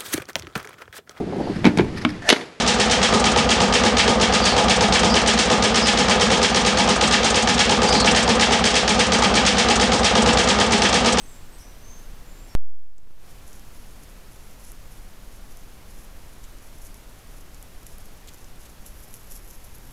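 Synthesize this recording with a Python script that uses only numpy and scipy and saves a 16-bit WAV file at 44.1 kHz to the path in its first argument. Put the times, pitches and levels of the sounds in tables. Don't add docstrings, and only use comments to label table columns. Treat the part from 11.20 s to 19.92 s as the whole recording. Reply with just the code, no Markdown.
import sys
import numpy as np
from scipy import signal
from scipy.fft import rfft, irfft
from scipy.io import wavfile

SR = 44100
rng = np.random.default_rng(int(sys.argv[2]) if len(sys.argv) > 2 else 0)


def generate_wav(sig):
    pcm = np.round(np.clip(np.atleast_2d(sig).T, -1, 1) * 32767).astype(np.int16)
    wavfile.write(sys.argv[1], SR, pcm)


N = 384552
TIME = np.arange(N) / SR

# (start [s], length [s], start pitch [Hz], end pitch [Hz], relative level [dB], rasp [Hz])
BIRD_NOTES = [(0.0, 0.049, 8200, 8150, -50, 60), (0.0, 0.018, 6320, 6180, -48, 60),
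              (0.048, 0.1, 7900, 7300, -50.5, 260), (0.318, 0.047, 8350, 8170, -50.5, 200),
              (0.382, 0.032, 6200, 5080, -49.5, 200), (0.409, 0.0294, 6020, 5860, -46.5, 150),
              (0.613, .13, 6100, 6390, -47.5, 120), (1.054, .08, 7150, 7200, -55, 130),
              (1.147, 0.1, 7300, 7540, -55, 90), (1.28, 0.044, 5530, 5530, -52, 70)]
# (frequency [Hz], relative density [dB])
RUMBLE_SPECTRUM = [(8.2, -27), (14, 0), (38, -8), (46, -7), (54, -8.5), (75, -13.5), (300, -23.5),
                   (390, -64), (660, -120)]
BOOM_SPECTRUM = [(16, -1.5), (25, -12), (30, 0.5), (34, -7.5), (41, -30), (120, -92)]
HISS_SPECTRUM = [(180, -35), (300, -10), (321, -1.5), (405, -2.5), (462, -3), (528, -3.5), (737, -5),
                 (1170, -7.5), (1580, -9), (3890, -14), (6740, -16), (8360, -18), (10400, -18),
                 (14500, -18), (16000, -29)]
# (start [s], length [s], relative level [dB])
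SHOVES = [(.14, .05, -62), (.375, .045, -54), (0.778, .06, -62), (1.268, .03, -59), (2.085, 0.028, -56),
          (2.262, 0.13, -56.5), (2.52, .11, -60), (2.723, 0.21, -64), (3.106, 0.03, -54),
          (3.192, 0.13, -59.5), (3.384, .14, -56), (3.70, 0.086, -58.5), (4.04, .13, -65),
          (4.284, .12, -64), (4.673, 0.17, -59), (5.112, 0.04, -57), (5.36, .13, -63), (5.609, 0.062, -51),
          (5.68, 0.12, -61), (6.086, .125, -61), (6.66, 0.075, -54.5), (6.793, 0.098, -63),
          (7.11, 0.16, -59), (7.40, 0.043, -55), (7.653, 0.064, -53), (7.75, 0.21, -57),
          (8.084, 0.095, -49), (8.27, 0.083, -52), (8.43, 0.084, -58.5), (8.613, .1, -62)]
# (time [s], nearness [0-1])
APPROACH = [(2.0, 0.2), (6.5, 0.4), (7.3, 0.2), (7.8, 1), (8.7, 0.9)]
# (frequency [Hz], bandwidth [Hz], gain [dB])
SNAP_BANDS = [(3600, 2800, -1), (6450, 2300, 0), (11200, 2400, 0)]
# (frequency [Hz], bandwidth [Hz], gain [dB])
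BLADES_FAR, BLADES_NEAR = (10540, 1900, 0), (11400, 2100, 0)
# (time [s], gain [dB])
FADE_IN = [(1.36, -16), (1.72, -17), (1.85, -12), (1.98, -8), (2.03, -3.5), (2.09, -0.5)]
# (time [s], height [full scale])
GAIN_TICKS = [(1.787, 0.0045), (1.833, 0.004), (1.874, 0.006), (1.909, 0.0066)]
# (time [s], relative level [dB], upper over lower bright band [dB])
STALK_SNAPS = [(1.781, -33, -12), (2.33, -34, -5), (2.395, -39, 0), (3.518, -30.5, 5), (4.371, -36, 0.5),
               (5.24, -38, -7), (5.3847, -40, -9), (5.6481, -40, 4), (5.743, -32.5, 1), (6.345, -36, -7),
               (6.426, -31, 6.5), (6.6303, -36, 4), (6.666, -27.5, 2), (6.7822, -31.5, 6), (6.8199, -42, 2),
               (6.8568, -36, 4), (7.0737, -35, -8), (7.0893, -33, -5), (7.1358, -36, 1), (7.1435, -35, 4),
               (7.1746, -43, 5), (7.2438, -39, -10), (7.663, -27.5, 4), (7.9401, -27, 7), (7.946, -37, 7),
               (8.1194, -35, 8), (8.2761, -37, 4), (8.5829, -38, 7), (8.6547, -41, 4), (8.7086, -42, 7)]
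# (centre time [s], half length [s], level [dB], relative woody body [dB])
HOOF_CRUNCHES = [(2.354, .01, -57, -14), (5.245, 0.0076, -48, -6), (7.087, .007, -47, 1.5),
                 (7.146, .007, -54, -10), (7.46, .009, -48, -5), (8.122, .013, -51, -7),
                 (8.335, .017, -52, -12)]

RESTART_S, ROOTING_FROM_S = 1.35115, 2.0


def from_db(db):
    return 10 ** (np.asarray(db) / 20)


def unit_rms(x):
    return x / np.sqrt(np.mean(x ** 2) + 1e-20)


def curve(rows):
    return np.interp(TIME, *np.transpose(rows))


def resonate(x, band):
    hz, width_hz, db = band
    edges = np.clip([hz - width_hz / 2, hz + width_hz / 2], 50, SR / 2 - 100)
    bandpass = signal.butter(2, edges, "band", fs=SR, output="sos")
    return from_db(db) * np.sqrt(SR / 2 / width_hz) * signal.sosfilt(bandpass, x + 1e-18)


def birds(gain_db, trill_hz):
    song = np.zeros(N)
    for start, length, start_hz, end_hz, db, rasp_hz in BIRD_NOTES:
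        progress = np.clip((TIME - start) / length, 0, 1)
        trill = unit_rms(resonate(rng.standard_normal(N), (trill_hz, trill_hz, 0)))
        pitch = start_hz + (end_hz - start_hz) * progress + rasp_hz * trill
        swell = np.sqrt(4 * progress * (1 - progress))
        song += from_db(db + gain_db) * swell * np.sin(2 * np.pi * np.cumsum(pitch) / SR)
    return song


def forest_reverb(x, t60_s, wet_db):
    tail = rng.standard_normal(SR) * from_db(-60 * TIME[:SR] / t60_s)
    return x + from_db(wet_db) * signal.fftconvolve(x, tail / np.linalg.norm(tail))[:N]


def background(spectrum, level_db):
    hz, db = np.transpose(spectrum)
    bins = np.maximum(np.fft.rfftfreq(N, 1 / SR), 1)
    shape = from_db(np.interp(np.log(bins), np.log(hz), db))
    return from_db(level_db) * unit_rms(irfft(rfft(rng.standard_normal(N)) * shape, N))


def shoving(near, attack_s=0.0092, release_s=0.009):
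    stir_db = -67 + 11 * near
    power = from_db(stir_db) ** 2 * (TIME > ROOTING_FROM_S)
    for start, length, db in SHOVES:
        attack = np.clip((TIME - start) / attack_s, 0, 1)
        release = np.exp(-np.clip((TIME - start - length) / release_s, 0, 20))
        power += (from_db(db) * attack * release) ** 2
    return np.sqrt(power)


def fractures(per_s, spread_db):
    sizes = from_db(spread_db * np.minimum(rng.exponential(1, N), 4))
    breaks = rng.random(N) < per_s / SR
    return unit_rms(breaks * sizes * rng.choice([-1, 1], N))


def grass_rustle(gain_db, clump_db):
    near = curve(APPROACH)
    knots = np.arange(0, N, SR // 80)
    flicker = np.interp(np.arange(N), knots, rng.standard_normal(len(knots)))
    envelope = unit_rms(from_db(clump_db * flicker)) * shoving(near)
    far_blades = fractures(per_s=5100, spread_db=5.5) * envelope
    near_blades = fractures(per_s=7000, spread_db=5.5) * envelope
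    far_gain, near_gain = np.sqrt(1 - near), np.sqrt(near)
    fine = far_gain * resonate(far_blades, BLADES_FAR) + near_gain * resonate(near_blades, BLADES_NEAR)
    coarse = resonate(far_gain * far_blades + near_gain * near_blades, SNAP_BANDS[1])
    coarse_db = -1 - 4.5 * near
    return from_db(gain_db) * (fine + from_db(coarse_db) * coarse)


def pop(start, height, decay_s=0.19):
    return height * (TIME >= start) * np.exp(-np.maximum(TIME - start, 0) / decay_s)


def stalk_snaps(gain_db, splinter_db, splinter_s, delay_s):
    splinters = from_db(splinter_db) * fractures(per_s=6000, spread_db=1.0)
    drive = np.zeros((len(SNAP_BANDS), N))
    for start, db, brightness_db in STALK_SNAPS:
        woody_db = -10 + 0.3 * (db + 35)
        onset = round((start + delay_s) * SR)
        span = slice(onset, min(onset + SR // 10, N))
        force = splinters[span] * np.exp(-(TIME[span] - TIME[onset]) / splinter_s)
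        force[0] = 1
        shares = from_db([woody_db, -brightness_db / 2, brightness_db / 2])
        drive[:, span] += from_db(db + gain_db) * np.outer(shares, force)
    return sum(resonate(x, band) for x, band in zip(drive, SNAP_BANDS))


def hoof_crunches():
    woody, mic_low, mic_high = SNAP_BANDS
    breaks = fractures(per_s=2200, spread_db=1.5)
    stalks, twigs = np.zeros((2, N))
    for centre, half_s, db, woody_db in HOOF_CRUNCHES:
        load = from_db(db) * np.exp(-0.5 * ((TIME - centre) / half_s) ** 2) * breaks
        stalks += load
        twigs += load * from_db(woody_db)
    crackle = from_db(-5.5) * resonate(stalks, mic_low) + from_db(-7.5) * resonate(stalks, mic_high)
    return resonate(twigs, woody) + crackle


def scene():
    song = birds(gain_db=-6.0, trill_hz=130.0)
    song = forest_reverb(song, t60_s=0.75, wet_db=4.0)
    song *= TIME < RESTART_S
    rumble = background(RUMBLE_SPECTRUM, level_db=-45.5) + background(BOOM_SPECTRUM, level_db=-41.5)
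    hiss = background(HISS_SPECTRUM, level_db=-52)
    rustle = grass_rustle(gain_db=-2.0, clump_db=4.0)
    snaps = stalk_snaps(gain_db=5.5, splinter_db=-21.5, splinter_s=0.002, delay_s=0.00077)
    boar = rustle + snaps + hoof_crunches()
    boar = forest_reverb(boar, t60_s=0.15, wet_db=-13)
    return (song + rumble + hiss + boar)[None]


def record(dry):
    gain = np.where(TIME < RESTART_S, 1, from_db(curve(FADE_IN)))
    pops = pop(RESTART_S, height=0.3) + sum(pop(start, height) for start, height in GAIN_TICKS)
    lowpass = signal.firwin(101, cutoff=15800, fs=SR, window=("kaiser", 8))
    return signal.fftconvolve(dry * gain + pops, lowpass[None], mode="same")


dry = scene()
out = record(dry)
generate_wav(out)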